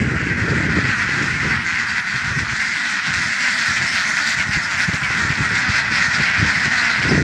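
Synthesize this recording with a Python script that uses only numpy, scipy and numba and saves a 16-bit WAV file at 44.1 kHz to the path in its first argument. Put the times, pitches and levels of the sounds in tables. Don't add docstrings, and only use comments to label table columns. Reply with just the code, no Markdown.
import sys
import numpy as np
from scipy import signal
from scipy.io import wavfile
from scipy.ndimage import uniform_filter1d
from numba import njit

SR = 44100
rng = np.random.default_rng(int(sys.argv[2]) if len(sys.argv) > 2 else 0)


def log_audio(samples):
    frames = np.atleast_2d(samples).T
    limited = np.clip(frames, -1, 1)
    pcm = np.round(limited * 32767).astype(np.int16)
    wavfile.write(sys.argv[1], SR, pcm)


def volts(x):
    e = np.asarray(x, float) / 20
    return 10 ** e


N = 318843
TIME = np.arange(N) / SR


def level(x, db):
    return x * volts(db) / np.sqrt(np.mean(x ** 2))


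def even(x, span_s):
    span = int(span_s * SR)
    power = uniform_filter1d(uniform_filter1d(x ** 2, span), span)
    return x / np.sqrt(power + 1e-12)


def band(x, lo_hz, hi_hz, order=2):
    return signal.sosfilt(signal.butter(order, [lo_hz, hi_hz], "bandpass", fs=SR, output="sos"), x)


def walk(rate_hz):
    hold = int(SR / rate_hz)
    steps = np.repeat(rng.standard_normal(N // hold + 1), hold)
    return 1.05 * uniform_filter1d(steps, hold)[:N]


def curves(table):
    s, *columns = np.transpose(table)
    return [np.interp(TIME, s, c) for c in columns]


def bumps(s, length):
    t, s, length = (np.float32(v) for v in (TIME, s, length))
    return np.exp(-(2 * (t - s[:, None]) / length[:, None]) ** 2)


def scatter(x, lags_ms, share):
    for lag in lags_ms:
        taps = np.zeros(int(lag * SR / 1000) + 1)
        taps[[0, -1]] = 1, np.clip(share, 0, .8)
        x = signal.lfilter(taps[::-1], taps, x)
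    return x


# (frequency [Hz], width [Hz], level [dB])
HUM_RINGS = [(211, 170, 0)]
CHEST_RINGS = [(677, 360, -3), (702, 174, 0), (1003, 240, -6.5)]
THROAT_RINGS = [(1483, 153, 0.5), (1930, 157, 3), (2530, 330, -8)]
BILL_RINGS = [(3685, 880, -2.5), (4650, 316, 0), (5375, 480, -1.5), (6940, 1160, -2), (7480, 2520, -8)]
EDGE_RINGS = [(10500, 18000, 0)]


def duck_body(ring_db):
    rows = []
    for group, part in enumerate((HUM_RINGS, CHEST_RINGS, THROAT_RINGS, BILL_RINGS, EDGE_RINGS)):
        for hz, width_hz, db in part:
            rows.append((hz, width_hz, volts(db) * width_hz / 300, group))
    rows = np.array(rows, float)
    rows[rows[:, 0] == BILL_RINGS[1][0], 2] *= volts(ring_db)
    rows[1::2, 2] *= -1
    return rows


@njit
def quacks(calls, modes, noise, jitter, shimmer, breath, sag, closing, patch, arch, rise):
    out = np.zeros((5, len(noise)))
    for c in calls:
        first, n, r = int(c[0] * SR), max(int(c[3] * SR), 64), int(c[5])
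        ring = np.zeros(len(modes), np.complex128)
        turn = np.zeros(len(modes), np.complex128)
        hz = modes[:, 0] * np.where(modes[:, 3] == 3, c[6], c[2])
        posture = np.exp(patch * noise[r // 2:r // 2 + len(modes)])
        gain = c[1] * np.where(modes[:, 3] >= 3, c[7], 1.) * modes[:, 2] * posture
        phase, stretch, late = .9, 1., 0.
        for i in range(max(0, -first), min(n + 250, len(noise) - first)):
            u = i / n
            if i % 32 == 0 or i == -first:
                now_hz = hz * (1 + closing * (.5 - u))
                turn = np.exp((2j * np.pi * now_hz - np.pi * modes[:, 1]) / SR)
            effort = min(1., rise * u) * max(0., 1 - u ** 4)
            step = c[4] * (1 - sag * u + arch * u * (1 - u)) * stretch / SR
            phase += step
            x, late = late, 0.
            r = (r + 1) % len(noise)
            if phase >= 1:
                phase -= 1
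                size = effort * np.exp(shimmer * noise[r - 7])
                x += size * phase / step
                late = size * (1 - phase / step)
                stretch = 1 + jitter * noise[r - 13]
            x += breath * effort * np.exp(-4 * phase) * noise[r]
            for k in range(len(modes)):
                ring[k] = ring[k] * turn[k] + x
                out[int(modes[k, 3]), first + i] += gain[k] * ring[k].imag
    return out


def crowd(noise):
    quacks_per_s, pulse_hz, pitch_spread = 88, 216, .14
    count = int(quacks_per_s * N / SR)
    flat, bell = rng.random((count, 3)).T, rng.standard_normal((count, 4)).T
    start = (np.arange(count) + 3 * flat[0] - 8) / quacks_per_s
    gain = volts(3.6 * bell[0])
    body_scale, bill_scale = 1 + 0.05 * bell[1], 1 + 0.079 * bell[3]
    length = .07 + .1 * flat[1]
    pulses = pulse_hz * np.exp(pitch_spread * bell[2])
    calls = [start, gain, body_scale, length, pulses, flat[2] * N, bill_scale, np.ones(count)]
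    return quacks(np.transpose(calls), duck_body(ring_db=2.0), noise, jitter=.024, shimmer=0.054,
                  breath=0.12, sag=.12, closing=0.072, patch=0.24, arch=.25, rise=4.)


# (time [s], rumble level [dB])
WIND_PUSH = [(0.0, -20.5), (0.3, -27), (0.5, -21.5), (0.86, -24.5), (0.95, -32), (1.55, -33), (1.7, -36),
             (2.1, -44), (2.55, -40.5), (2.8, -49.5), (3.5, -46), (4.35, -42), (5.0, -38), (5.2, -29.5),
             (5.7, -34), (6.86, -38.5), (7.02, -32.5), (7.18, -21)]
# (time [s], rumble level [dB], length [s], flutter relative to rumble [dB])
WIND_GUSTS = [(0.034, -40, 0.025, -13), (0.42, -36, 0.036, -22), (0.78, -27, 0.031, 1),
              (1.032, -38, 0.043, -18), (1.204, -33, 0.13, 2.5), (1.33, -31, 0.12, -33),
              (1.47, -24.5, 0.071, -3), (1.558, -29, 0.068, -16), (2.156, -31, 0.042, -9),
              (2.37, -24.5, 0.16, -27), (2.533, -27, 0.023, -31), (3.086, -34, 0.02, -24),
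              (3.18, -32.5, 0.16, -29), (3.698, -33, 0.052, -14), (3.812, -31, 0.088, -29),
              (4.39, -32, 0.041, -26), (4.488, -32, 0.06, -28), (4.573, -24.5, 0.034, -14),
              (4.775, -42, .08, -22), (4.891, -20.5, 0.017, -23), (4.942, -32, 0.024, 4),
              (5.31, -44, .06, -20), (5.414, -19.5, 0.022, -23), (5.527, -26.5, 0.036, -4),
              (5.923, -35, 0.034, 2), (6.204, -25.5, 0.037, -1), (6.432, -23, 0.094, -7),
              (6.582, -29, 0.036, -22), (6.667, -26.5, 0.032, -3.5), (7.11, -25.5, 0.13, 4),
              (0.306, -35, .05, 2), (1.81, -47.5, .05, 3), (1.93, -43, .06, -4), (2.703, -44, 0.072, -6),
              (2.936, -55, 0.03, 13), (3.6, -59, 0.037, 17), (3.926, -43, .05, -3), (4.107, -57, .08, 10),
              (2.252, -40, .06, -8), (3.276, -40, 0.054, -15), (3.099, -36, 0.031, -15),
              (5.038, -32, 0.046, -16), (5.697, -24, 0.027, -14), (6.32, -47, .04, -2),
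              (6.762, -48, 0.046, -14), (6.992, -38, 0.033, 1)]
# (time [s], peak level [dB], length [s])
WIND_POPS = [(0.015, -33.5, 0.0017), (0.134, -15.5, 0.0027), (0.266, -14.5, 0.0038), (0.478, -13, 0.0027),
             (0.53, -15, 0.0024), (0.783, -13.5, 0.0021), (0.888, -15, 0.0054), (1.088, -19.5, 0.0023),
             (1.212, -14.5, 0.0038), (1.474, -25, 0.0057), (2.274, -19, 0.0081), (2.359, -36, 0.003),
             (4.489, -16, 0.007), (4.563, -15, 0.014), (4.883, -15.5, 0.0065), (4.938, -17, 0.0053),
             (5.102, -21, 0.0014), (5.247, -14, 0.0059), (5.3, -15, 0.0058), (5.404, -26, 0.0033),
             (5.519, -28, 0.0028), (6.081, -22, 0.0057), (6.195, -15, 0.0051), (6.395, -15, 0.0053),
             (6.424, -8, 0.0051), (6.676, -15.5, 0.0048), (7.062, -19, 0.0038), (7.108, -12, 0.0019),
             (7.174, -10.5, 0.0019), (7.215, -10.5, 0.0039)]


def wind():
    steady_db = curves(WIND_PUSH)[0]
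    s, db, length, flutter_db = np.transpose(WIND_GUSTS)
    gusts = bumps(s, length)
    low = volts(steady_db) + volts(db) @ gusts
    steady_flutter_db = steady_db - 2.5 + 0.5 * (steady_db + 22)
    high = volts(steady_flutter_db) + volts(db + flutter_db) @ gusts

    eddies = 3 * walk(28)
    rumble = level(band(rng.standard_normal(N), 68.4, 173.6) * volts(eddies + 4.0 * walk(45)), 0)
    flutter = level(band(rng.standard_normal(N), 103, 327) * volts(eddies + 5.2 * walk(70)), 0)
    buffet = level(band(rng.standard_normal(N), 140, 284) * volts(eddies), -3.5)
    sway = level(band(rng.standard_normal(N), 12, 50) * low ** 0.6, -50.5)

    pops = np.zeros(N)
    around = np.arange(-400, 400)
    for s, db, length in WIND_POPS:
        t = around / SR / max(length, .001) * 4
        at = int((s + 0.00407) * SR) + around
        pops[np.clip(at, 0, N - 1)] += volts(db + 5.0) * -t * np.exp(-t ** 2 / 2)

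    gusty = low * even(rumble, 0.049) + high * even(flutter, 0.026)
    return sway + gusty + buffet * low ** 0.31 * high ** 0.93 + band(pops, 77, 900, order=1)


def distant_hiss():
    return level(band(rng.standard_normal(N), 650, 6500), -62.0)


# (time [s], peak level [dB], throat ring [Hz], length [s], bill ring relative to throat [dB])
DEEP_DUCKS = [(0.872, -10.5, 1580, 0.095, -14.5), (1.501, -5, 1480, 0.085, -25),
              (1.746, -2, 1600, 0.067, -22.5), (1.88, -16.5, 1550, .085, -6.5),
              (2.159, -8.5, 1420, 0.053, -9.5), (2.389, -5, 1540, 0.043, -16.5),
              (2.598, -6, 1600, .073, -28), (3.381, -9, 1465, 0.095, -23), (3.577, -12, 1620, .085, -11),
              (4.163, -5, 1400, .077, -14), (4.255, -14.5, 1500, 0.13, -4), (4.385, -4, 1680, .07, -21),
              (4.934, -6.5, 1670, .06, -11), (5.117, -9, 1630, 0.053, -25), (5.682, -15.5, 1490, 0.1, -4),
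              (0.298, -7, 1470, 0.067, -26), (1.394, -10, 1420, .08, -22), (6.715, -9, 1480, 0.1, -19),
              (6.24, -8.5, 1660, 0.17, -24), (7.08, -11, 1550, .13, -19), (6.202, -8.5, 1520, .085, -16.5),
              (6.309, -6, 1500, 0.11, -23)]
# (time [s], peak level [dB], throat ring [Hz], length [s], bill ring relative to throat [dB])
BRIGHT_DUCKS = [(0.8, -8.5, 1760, 0.047, -14), (0.969, -7.5, 1870, 0.099, -25),
                (1.117, -11, 1900, 0.069, -14), (1.224, -16.5, 2110, 0.062, -5.5),
                (1.969, -4, 1990, 0.062, -14), (2.74, -10.5, 2170, 0.078, -21),
                (3.135, -6, 1910, 0.074, -14), (3.441, -6.5, 2030, 0.078, -37),
                (3.656, -9.5, 1820, 0.089, -13.5), (3.805, -9, 1960, 0.14, -30),
                (3.925, -10, 1830, 0.14, -8), (4.517, -2, 2110, 0.081, -18), (4.713, -4, 1930, 0.041, -19),
                (4.775, -2, 2085, .05, -16.5), (4.81, -6.5, 1890, .06, -13), (5.034, -1.5, 2250, 0.06, -14),
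                (5.172, -10, 1800, 0.066, -12.5), (5.283, -9.5, 2060, 0.13, -11),
                (5.541, -6.5, 2060, 0.13, -12), (5.755, -6, 1930, 0.085, -13),
                (5.917, -8.5, 1800, 0.11, -11), (6.132, -11.5, 2030, 0.057, -11.5),
                (6.462, -6, 1880, .078, -14.5), (0.168, -6, 1930, 0.068, -25),
                (0.37, -13.5, 2000, 0.093, -27), (0.552, -11, 2230, 0.076, -17),
                (1.681, -12.5, 2440, .08, -16), (2.89, -11, 2400, 0.078, -11),
                (3.76, -11, 2400, 0.082, -14), (4.3, -16.5, 1900, .07, -26), (5.306, -6, 2370, 0.047, -20),
                (5.446, -9, 1870, 0.085, -20), (5.97, -6.5, 1840, .13, -16.5),
                (6.38, -10.5, 2320, 0.058, -21), (6.84, -7.5, 2060, 0.072, -19),
                (7.02, -5, 2210, 0.048, -18.5), (6.633, -6, 1970, 0.055, -14),
                (6.777, -12.5, 1930, .085, -22)]


def nearest(noise):
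    s, db, ring_hz, length, bill_db = np.transpose(DEEP_DUCKS + BRIGHT_DUCKS)
    usual_ring_hz = np.where(ring_hz < 1750, THROAT_RINGS[0][0], THROAT_RINGS[1][0])
    flat = rng.random((len(s), 3)).T
    bill_hz = (4500 + 0.57 * (ring_hz - 1600)) * (1 + 0.19 * (flat[2] - .5))
    bill_scale = bill_hz / BILL_RINGS[1][0]
    pulse_hz = 175 + 75 * flat[1]
    calls = [s - .009, volts(db), ring_hz / usual_ring_hz, length, pulse_hz, flat[0] * N,
             bill_scale, volts(bill_db)]
    return quacks(np.transpose(calls), duck_body(ring_db=2.0), noise, jitter=.011, shimmer=0.14,
                  breath=0.17, sag=.07, closing=0.1, patch=.1, arch=.25, rise=5.8)


# (time [s], peak level [dB], bill ring [Hz], length [s])
OPEN_BILLS = [(0.87, -31, 4130, 0.07), (1.012, -27, 5000, 0.11), (1.167, -25.5, 4550, 0.07),
              (1.488, -20, 4500, 0.06), (1.868, -21, 4650, 0.059), (2.071, -19, 4530, 0.07),
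              (2.61, -16.5, 5360, 0.042), (2.736, -24, 4500, 0.059), (3.143, -26, 4470, 0.092),
              (3.53, -16, 4600, 0.063), (3.641, -20, 4830, 0.07), (3.858, -12.5, 5270, 0.11),
              (3.975, -18, 4200, 0.11), (4.207, -12, 4500, 0.089), (4.295, -30, 4750, 0.047),
              (4.621, -16, 5080, 0.083), (4.824, -15.5, 5370, 0.046), (5.328, -24, 5260, 0.12),
              (5.548, -24, 5100, 0.041), (5.7, -22, 5160, 0.082), (5.774, -15.5, 4300, 0.076),
              (5.74, -20, 5100, .07), (5.946, -14.5, 5060, 0.07), (6.04, -16, 4630, 0.05),
              (6.146, -15, 4960, 0.045), (6.211, -12.5, 4750, 0.07), (6.49, -19, 4600, 0.07),
              (6.773, -10, 4340, 0.058), (6.898, -12.5, 4150, 0.064), (7.09, -10.5, 5030, 0.04),
              (0.491, -20.5, 4700, .04), (1.75, -21, 4660, .06), (6.388, -18, 4800, .05),
              (5.58, -21, 5400, 0.051), (3.92, -19, 5600, 0.07), (6.959, -24, 4900, 0.044),
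              (7.027, -22, 5100, 0.036)]


def raspers(noise):
    s, db, bill_hz, length = np.transpose(OPEN_BILLS)
    flat, same = rng.random((len(s), 2)).T, np.ones(len(s))
    pulse_hz = 200 + 70 * flat[1]
    bill_scale = bill_hz / BILL_RINGS[1][0]
    calls = [s - .01, volts(db), same, length, pulse_hz, flat[0] * N, bill_scale, same]
    parts = quacks(np.transpose(calls), duck_body(ring_db=11.5), noise, jitter=.011, shimmer=0.12,
                   breath=0.1, sag=.07, closing=0.067, patch=.1, arch=.25, rise=4.3)
    return parts[3]


# (time [s], loudness [dB], bills open [dB], facing the phone [dB])
FLOCK_MOOD = [(0.0, -24, -17, 4), (0.05, -26, -20.5, 0), (0.35, -23.5, -19, -4), (0.75, -21.5, -17.5, -6),
              (0.95, -20.5, -16.5, -5), (1.6, -21.5, -16, -4), (2.1, -22.5, -16, -5), (2.5, -22.5, -13, -6),
              (3.1, -21.5, -12.5, -7.5), (3.6, -20.5, -11, -2), (4.3, -20.5, -13, -1.5),
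              (4.7, -21.5, -13, -1), (5.1, -20, -15, -1), (5.45, -20, -14, -4), (5.7, -18.5, -15, -15),
              (6.3, -20, -14, -11), (6.9, -18.5, -14.5, -7), (7.23, -21, -14, -18)]
# (time [s], level change [dB], length [s])
CHORUS_LULLS = [(0.116, 1.5, 0.038), (1.38, -2.5, 0.05), (1.6, -1.5, .07), (2.032, -3.5, 0.06),
                (2.234, -3.5, 0.017), (2.463, -2.5, 0.085), (3.206, -1.5, 0.011), (3.358, -0.5, 0.05),
                (4, -0.5, 0.13), (4.2, -0.5, 0.11), (3.9, -2, 0.11), (4.36, -3, 0.016), (4.49, -2, 0.18),
                (4.455, -2, 0.021), (4.61, -1.5, .05), (4.87, -1, .04), (4.5, -0.5, 0.027), (1.06, -1, .04),
                (2.31, -0.5, 0.034), (4.684, -2, 0.063), (4.776, -4, 0.027), (4.968, -3, 0.2),
                (5.06, -4, 0.063), (5.354, -4.5, 0.13), (5.634, -2.5, 0.15), (5.854, -3, 0.11),
                (6.625, 0, 0.036), (6.694, -2.5, 0.033), (7.1, -4.5, .02), (7.01, -2.5, .02),
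                (6.6, 0.5, .02), (6.325, -2, .02), (5.895, -2, 0.026), (6.166, 1, 0.028), (3.8, -2.5, .03),
                (1.863, -0.5, .04), (2.978, -0.5, 0.037)]


def ducks():
    noise = rng.standard_normal(N)
    far, near = crowd(noise), nearest(noise)
    loud_db, open_db, facing_db = curves(FLOCK_MOOD)
    s, depth_db, length = np.transpose(CHORUS_LULLS)
    lull_db = depth_db @ bumps(s, length)

    hum = even(band(far[0], 156, 385), 0.11) * volts(-18.0)

    chest_db, approach_db_per_s = -17, 0.5
    chest = even(band(far[1], 700, 1880, order=3), 0.14) + level(band(near[1], 594, 1300), -7)
    chest = chest * volts(chest_db + approach_db_per_s * (TIME - 5.5) - 0.78 * lull_db)
    deep_db = chest_db - 7.5 + np.minimum(3.7 * (TIME - 3.5), 1.5)
    deepest_db = chest_db - 9.5 + 3.8 * approach_db_per_s * (TIME - 7.0)
    chest = chest + even(band(far[1], 570, 667), 0.1) * volts(deep_db)
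    chest = chest + even(band(far[1], 457, 573), 0.047) * volts(deepest_db)

    throat = even(far[2], 0.066) + level(band(near[2], 890, 3360), -6.0)
    throat = band(throat, 1020, 3740, order=3)

    rasp = even(far[3], 0.11) + level(near[3], -5.0)
    rasp = rasp + (volts(0.29 * facing_db + 1.5) - 1) * band(rasp, 5100, 15000)
    bill = band(rasp, 1280, 8340, order=3) * volts(open_db + 4.0)

    edge = band(even(far[4], .08) + level(near[4], -1.5), 8800, 17500, order=1)
    air = level(edge, -39.5) * volts(facing_db + open_db + 18.5)

    lags_ms = (.4, .9)
    treble = scatter(bill + air, lags_ms, 0.42) * volts(0.5 * lull_db)
    chorus = (hum + chest + throat + treble) * volts(loud_db + lull_db)
    return chorus + scatter(level(raspers(noise), -40.5), lags_ms, 0.17)


def scene():
    return (ducks() + wind() + distant_hiss())[None]


def top_cut(x):
    return signal.sosfilt(signal.butter(12, 15400, fs=SR, output="sos"), x)


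def record(dry):
    x = signal.sosfilt(signal.butter(2, 45, "highpass", fs=SR, output="sos"), dry)
    x = signal.sosfilt(signal.butter(2, 12700, fs=SR, output="sos"), x)
    x = np.tanh(0.84 * x) / 0.79
    x = x * np.minimum(np.arange(N)[::-1] / 130, 1)
    return top_cut(x)


dry = scene()
out = record(dry)
log_audio(out)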